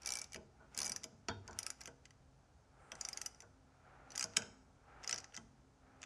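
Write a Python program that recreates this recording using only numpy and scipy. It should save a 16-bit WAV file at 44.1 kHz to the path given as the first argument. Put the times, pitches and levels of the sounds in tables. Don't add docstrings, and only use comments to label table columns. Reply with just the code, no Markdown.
import sys
import numpy as np
from scipy import signal
from scipy.fft import rfft, irfft, next_fast_len
from scipy.io import wavfile

SR = 44100
rng = np.random.default_rng(int(sys.argv[2]) if len(sys.argv) > 2 else 0)


def store_wav(level_fs):
    pcm = np.round(np.clip(np.atleast_2d(level_fs), -1, 1) * 32767)
    wavfile.write(sys.argv[1], SR, pcm.T.astype(np.int16))


N = 266805

# start in seconds, nominal level in dB.
PAWL_CLICKS = [(.019, -49.5), (0.0312, -48), (0.048, -46.5), (.059, -31.5), (0.0705, -36), (0.074, -33),
               (0.0888, -32), (0.1038, -33), (0.12, -31), (0.1366, -32.5), (0.1534, -33), (0.1697, -35),
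               (0.1874, -36), (0.215, -35), (0.193, -40), (0.241, -41), (0.3205, -48), (0.331, -43.5),
               (.746, -44.5), (0.7665, -47), (0.7757, -30.5), (0.7883, -31.5), (0.7889, -34.5),
               (0.8023, -31.5), (0.8163, -29), (0.8301, -32), (0.8437, -35), (.852, -35), (0.8592, -34.5),
               (0.8642, -33), (0.877, -37.5), (0.8944, -32), (0.9183, -30), (0.961, -31), (1.033, -42),
               (1.4773, -43.5), (1.509, -52), (1.529, -51.5), (1.5878, -29), (1.602, -48), (1.6295, -37),
               (1.6645, -31.5), (1.7021, -34), (1.8067, -46), (1.8133, -41), (1.834, -51), (1.8559, -41),
               (1.876, -49), (2.0538, -50), (2.106, -56.5), (2.9527, -46.5), (3.01, -30), (3.0491, -31.5),
               (3.0865, -34), (3.1292, -37), (3.1728, -33), (3.2147, -34), (3.2598, -33), (3.346, -55),
               (3.42, -52.5), (4.104, -48), (4.118, -45.5), (4.1524, -45), (4.1572, -35.5), (4.1769, -29.5),
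               (4.1932, -31), (4.208, -31), (4.2128, -42.5), (4.2261, -28), (4.24, -28), (4.335, -53),
               (4.3653, -31), (5.031, -52), (5.037, -44.5), (5.044, -42.5), (5.063, -65), (5.0747, -31.5),
               (5.0933, -29), (5.1097, -30.5), (5.1258, -31.5), (5.142, -34), (5.159, -38), (5.1778, -39),
               (5.183, -37), (5.2012, -48), (5.242, -45.5), (5.337, -59), (5.3434, -46.5), (5.35, -45.5),
               (5.374, -41), (6.0164, -49.5), (6.029, -44)]
# start in seconds, nominal level in dB, share of the socket and bolt modes in dB.
SLACK_KNOCKS = [(.344, -39.5, -1.5), (0.359, -45, 3.5), (1.0404, -34.5, -11), (1.284, -32, -4),
                (1.8734, -45, -2), (2.9176, -40, 2.5), (3.4033, -44.5, -9.5), (4.3681, -17, -6.5),
                (4.42, -41.5, 0), (5.322, -66, 9.5), (5.3642, -36, -12.5), (6.0365, -48.5, 5)]
# pitch in Hz, relative level in dB, t60 in seconds.
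STEEL_MODES = [(1315, -12, 0.066), (1629, -3, 0.018), (1995, -0.5, 0.018), (2660, 13.5, 0.0024),
               (3125, -7.5, 0.019), (3620, -8.5, 0.011), (4624, -8, 0.0067), (5390, 8, 0.0023),
               (5937, -2.5, 0.011), (6430, -3, 0.0071), (6915, 1.5, 0.0037), (7720, -5.5, 0.0037),
               (8940, -3.5, 0.0026), (9880, -2.5, 0.0038), (11100, -6.5, 0.0014), (12970, -27.5, 0.0026)]
# pitch in Hz, level against a click in dB, t60 in seconds.
HANDLE_MODES = [(4965, -16, .032), (5925, -16, .035), (2310, -16, .06)]

USUAL_CLICK_DB = -35
DRAG_SAMPLES = 400


def from_db(db):
    return 10 ** (np.asarray(db) / 20)


def rms_one(x):
    return x / np.sqrt(np.mean(x ** 2) + 1e-20)


def at_hz(points, hz):
    point_hz, values = np.transpose(points)
    return np.interp(np.log(hz), np.log(point_hz), values)


def butter(x, order, hz, kind="low"):
    return signal.sosfilt(signal.butter(order, hz, kind, fs=SR, output="sos"), x)


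def ring(force, hz, t60):
    r, w = from_db(-60 / (t60 * SR)), 2 * np.pi * hz / SR
    return signal.lfilter([0, np.sin(w)], [1, -2 * r * np.cos(w), r * r], force + 1e-18)


def resonant_noise(hz, width_hz):
    return rms_one(ring(rng.standard_normal(N), hz, np.log(1000) / (np.pi * width_hz)))


def swell(start, end, level_db, fall_db_per_s, rise_db_per_s=161):
    t = np.arange(N) / SR
    before, after = np.maximum(start - t, 0), np.maximum(t - end, 0)
    return from_db(level_db - rise_db_per_s * before - fall_db_per_s * after)


def strike(modes, force, length, scatter_db=4.5, detune=.006):
    hz, mode_db, t60 = np.transpose(modes)[:, :, None]
    t, size = np.arange(length) / SR, next_fast_len(length + len(force))
    hz = hz * (1 + detune * rng.standard_normal(hz.shape))
    mode_db = mode_db + scatter_db * rng.standard_normal(hz.shape)
    sines = from_db(mode_db - 60 * t / t60) * np.sin(2 * np.pi * hz * t)
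    free = rfft(sines * rng.choice([-1, 1], hz.shape), size)
    driven = free * rfft(force, size)
    driven *= np.linalg.norm(free, axis=1, keepdims=True) / np.linalg.norm(driven, axis=1, keepdims=True)
    blow = irfft(np.sum(driven, axis=0), size)[:length]
    return blow / np.linalg.norm(blow) * np.sqrt(SR / 1000)


def room_tone():
    # frequency in Hz, relative level in dB.
    air_spectrum = [(20, -46.5), (35, -10), (55, 3), (140, -7.5), (300, -14), (790, -16.5), (2000, -30),
                    (3500, -32.5), (6300, -30), (10000, -40.5), (15400, -69)]
    # pitch in Hz, level in dB.
    motor_tones = [(134, -77), (263, -78)]
    bin_hz = np.maximum(np.arange(N // 2 + 1) * SR / N, 1)
    air = irfft(rfft(rng.standard_normal(N)) * from_db(at_hz(air_spectrum, bin_hz)), N)
    hum = sum(from_db(db) * resonant_noise(hz, width_hz=1.5) for hz, db in motor_tones)
    return from_db(-68.5) * rms_one(air) + hum


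def pawl_force(drag_ms=2.4, chatter_ms=0.57, rattle_ms=57):
    ms = (np.arange(1400) - DRAG_SAMPLES) * 1000 / SR
    after = np.maximum(ms, 0)
    drag = from_db(-30) * np.exp(-np.abs(ms) / drag_ms) * (ms < 0)
    landing = (after / chatter_ms) ** 2 * np.exp(-after / chatter_ms)
    rattle = from_db(-37) * np.exp(-after / rattle_ms) * (ms >= 0)
    contacts = rng.standard_normal(len(ms)) ** 3
    return contacts * (landing + drag + rattle)


def socket_share(start, level_db, seating_db_per_s=1.18, scatter_db=4):
    share_db = np.clip(-14.5 - 0.31 * (level_db - USUAL_CLICK_DB), -15, 0)
    return share_db + scatter_db * rng.standard_normal() + seating_db_per_s * start


def ratchet(head_low_hz=4400, echo_db=-10.5, echo_t60=0.042):
    # time in seconds, relative level in dB.
    facing = [(.9, -8), (1.3, -25), (1.6, -4.5), (2.9, -21), (3.2, -8), (4.2, -12), (4.37, -22), (5.1, -20)]
    length = 2600
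    out, t = np.zeros(N + length), np.arange(length) / SR
    steel = np.array(STEEL_MODES)
    in_socket, in_pawl = steel[:, 0] < 4000, steel[:, 0] > 8500
    in_head = ~in_socket & ~in_pawl
    clicks = [(start, db, socket_share(start, db), 4, 4.5) for start, db in PAWL_CLICKS]
    knocks = [(start, db, socket_db, 1, 1.5) for start, db, socket_db in SLACK_KNOCKS]
    for start, level_db, socket_db, cut_order, scatter_db in clicks + knocks:
        force = pawl_force()
        echoes = rng.standard_normal(length) * from_db(-60 * t / echo_t60) * (t > .002)
        blunt_force = butter(force, 3, 9500)
        head = strike(steel[in_head], blunt_force, length, scatter_db)
        head = butter(head, cut_order, head_low_hz, "high")
        socket = butter(strike(steel[in_socket], force, length), 2, 3600)
        pawl = strike(steel[in_pawl], force, length)
        dulling_db = 0.45 * min(level_db - USUAL_CLICK_DB, 0)
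        pawl_db = np.interp(start, *np.transpose(facing)) + dulling_db
        click = head + from_db(socket_db) * socket + from_db(pawl_db) * pawl
        click += from_db(echo_db) * signal.fftconvolve(click, echoes / np.linalg.norm(echoes))[:length]
        first = round(start * SR)
        out[first:first + length] += from_db(level_db) * click
    out = butter(out[DRAG_SAMPLES:N + DRAG_SAMPLES], 3, 13000)
    return butter(out, 3, 1100, "high")


def handle(lag_s=0.0017, scatter_db=3.5, tighten_db_per_s=5):
    # start in seconds, level of the 5 kHz and of the 6 kHz tone in dB.
    sings = [(.12, -57, -36), (0.8434, -38, -41), (.9183, -40, -36), (3.1299, -44, -62), (3.2594, -37, -35),
             (4.1933, -31.5, -51), (4.2261, -44, -47.5), (5.0744, -36.5, -59), (5.0928, -46, -51),
             (5.1261, -42, -29.5), (5.183, -60, -50)]
    sings = np.array(sings)
    starts, levels_db = np.transpose(PAWL_CLICKS + [row[:2] for row in SLACK_KNOCKS])
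    scatter = scatter_db * rng.standard_normal((len(starts), len(HANDLE_MODES)))
    signs = rng.choice([-1, 1], scatter.shape)
    out = np.zeros(N)
    for k, (hz, mode_db, t60) in enumerate(HANDLE_MODES):
        lowest = k == 2
        drive_db = np.minimum(levels_db, USUAL_CLICK_DB) + mode_db + scatter[:, k]
        drive_db -= tighten_db_per_s * starts * lowest
        force = np.zeros(N + SR)
        force[((starts + lag_s) * SR).astype(int)] = signs[:, k] * from_db(drive_db)
        if not lowest:
            force[((sings[:, 0] + lag_s) * SR).astype(int)] = from_db(sings[:, 1 + k])
        out += butter(ring(force[:N], hz, t60), 1, [hz * .85, hz * 1.15], "band")
    return out


def gear_rasp_gain(rasp_db=-12, spread_s=0.015):
    t = np.arange(0, N, 64) / SR
    power = sum(from_db(2 * (min(db, USUAL_CLICK_DB) + rasp_db)) * np.exp(-np.abs(t - start) / spread_s)
                for start, db in PAWL_CLICKS)
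    window_ms = 2000 * spread_s
    return np.interp(np.arange(N) / SR, t, np.sqrt(power / window_ms))


def bench_thuds():
    # start in seconds, nominal level in dB, decay of the shove in ms, treble cutoff in Hz.
    thuds = [(0.06, -43, 110, 900), (0.354, -28, 32, 380), (0.601, -46.5, 51, 1620),
             (0.776, -32.5, 250, 815), (1.043, -36, 27, 565), (1.124, -36, 15, 275),
             (1.285, -25.5, 19.5, 6200), (1.289, -18, 31, 120), (1.484, -35, 40, 1630),
             (1.878, -38, 21, 970), (2.92, -40.5, 32, 1480), (3.427, -45, 18, 1260), (4.24, -35, 31, 1270),
             (4.37, -28.5, 43, 1220), (4.423, -41, 22, 700), (5.13, -39.5, 12, 1020),
             (5.376, -38.5, 23, 776)]
    # pitch in Hz, relative level in dB, t60 in seconds.
    bench_modes = [(97.6, -11.5, 0.18), (144.8, -11.5, 0.048), (216, -2.5, 0.12), (350, -4.5, 0.03),
                   (464, -6, 0.078), (646, -1, 0.044), (900, 10, 0.01), (1131, -1, 0.017), (1483, 8, 0.029),
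                   (2140, -17, 0.026), (3250, -6, 0.029), (3540, -18, 0.09), (3660, -25, 0.28),
                   (4490, -0.5, 0.022)]
    length = 8000
    out, ms = np.zeros(N), np.arange(length) * 1000 / SR
    for start, level_db, decay_ms, cutoff_hz in thuds:
        shove = rng.standard_normal(length) * np.exp(-ms / decay_ms)
        thud = butter(strike(bench_modes, shove, length, scatter_db=2.5), 2, cutoff_hz)
        first = round(start * SR)
        out[first:first + length] += from_db(level_db) * thud
    return butter(out, 2, 70, "high")


def rubbing(rest_db=-80.5, flutter_db=0.5):
    # start in seconds, end in seconds, level of the rubbing in dB.
    swings = [(0.583, 0.645, -73.5), (1.47, 1.527, -70), (2.804, 3.166, -66), (3.353, 3.413, -74.5),
              (3.72, 3.793, -75), (3.876, 4.16, -64.5), (4.266, 4.515, -70.5), (4.895, 5.15, -62),
              (5.87, 6.1, -69)]
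    # centre in Hz, width in Hz, relative level in dB.
    rub_modes = [(560, 300, 0), (801, 130, 5), (1350, 200, 4.5), (1620, 300, -1), (2270, 460, -4.5),
                 (7660, 7700, -20.5)]
    flutter = rms_one(signal.lfilter([1], [1, -.995], rng.standard_normal(N)))
    body = sum(from_db(db) * resonant_noise(hz, width_hz) for hz, width_hz, db in rub_modes)
    body = rms_one(butter(body, 4, 9500))
    head = rms_one(sum(from_db(db) * resonant_noise(hz, np.log(1000) / (np.pi * t60))
                       for hz, db, t60 in STEEL_MODES[2:12] + HANDLE_MODES))
    swing_power = sum(swell(*swing, fall_db_per_s=62) ** 2 for swing in swings)
    rasp = gear_rasp_gain()
    friction = np.sqrt(from_db(2 * rest_db) + swing_power + rasp ** 2)
    return from_db(flutter_db * flutter) * (friction * body + from_db(-5) * rasp * head)


def steel_shimmer():
    swells = swell(2.83, 3.3, -82, fall_db_per_s=72) + swell(5.376, 5.383, -85, fall_db_per_s=72)
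    gain = swells + from_db(-17) * gear_rasp_gain()
    tones = sum(resonant_noise(hz, width_hz=290) for hz in (7400, 8300, 9300))
    return gain * rms_one(butter(tones, 4, [7000, 10500], "band"))


def workshop_tail(blows, level_db=-18, tilt_db_per_octave=-2.5, onset_s=0.0056):
    # frequency in Hz, t60 in seconds.
    room_t60 = [(300, 0.77), (1500, 0.29), (5000, 0.51), (10000, 0.33), (15000, 0.11)]
    t = np.arange(SR // 2) / SR
    tail, edges = 0, 60 * 2. ** np.arange(9)
    for low, high in zip(edges, edges[1:]):
        band = butter(rng.standard_normal(len(t)), 2, [low, high], "band")
        t60 = at_hz(room_t60, np.sqrt(low * high))
        band_db = tilt_db_per_octave * np.log2(low / 1000) - 60 * t / t60
        tail = tail + band * from_db(band_db) * np.minimum(t / onset_s, 1)
    return signal.fftconvolve(blows, from_db(level_db) * tail / np.linalg.norm(tail))[:N]


def scene():
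    blows = ratchet() + handle() + bench_thuds()
    return (blows + workshop_tail(blows) + rubbing() + steel_shimmer() + room_tone())[None]


def record(dry):
    return signal.sosfilt(signal.cheby2(12, 70, 16200, fs=SR, output="sos"), dry)


dry = scene()
out = record(dry)
store_wav(out)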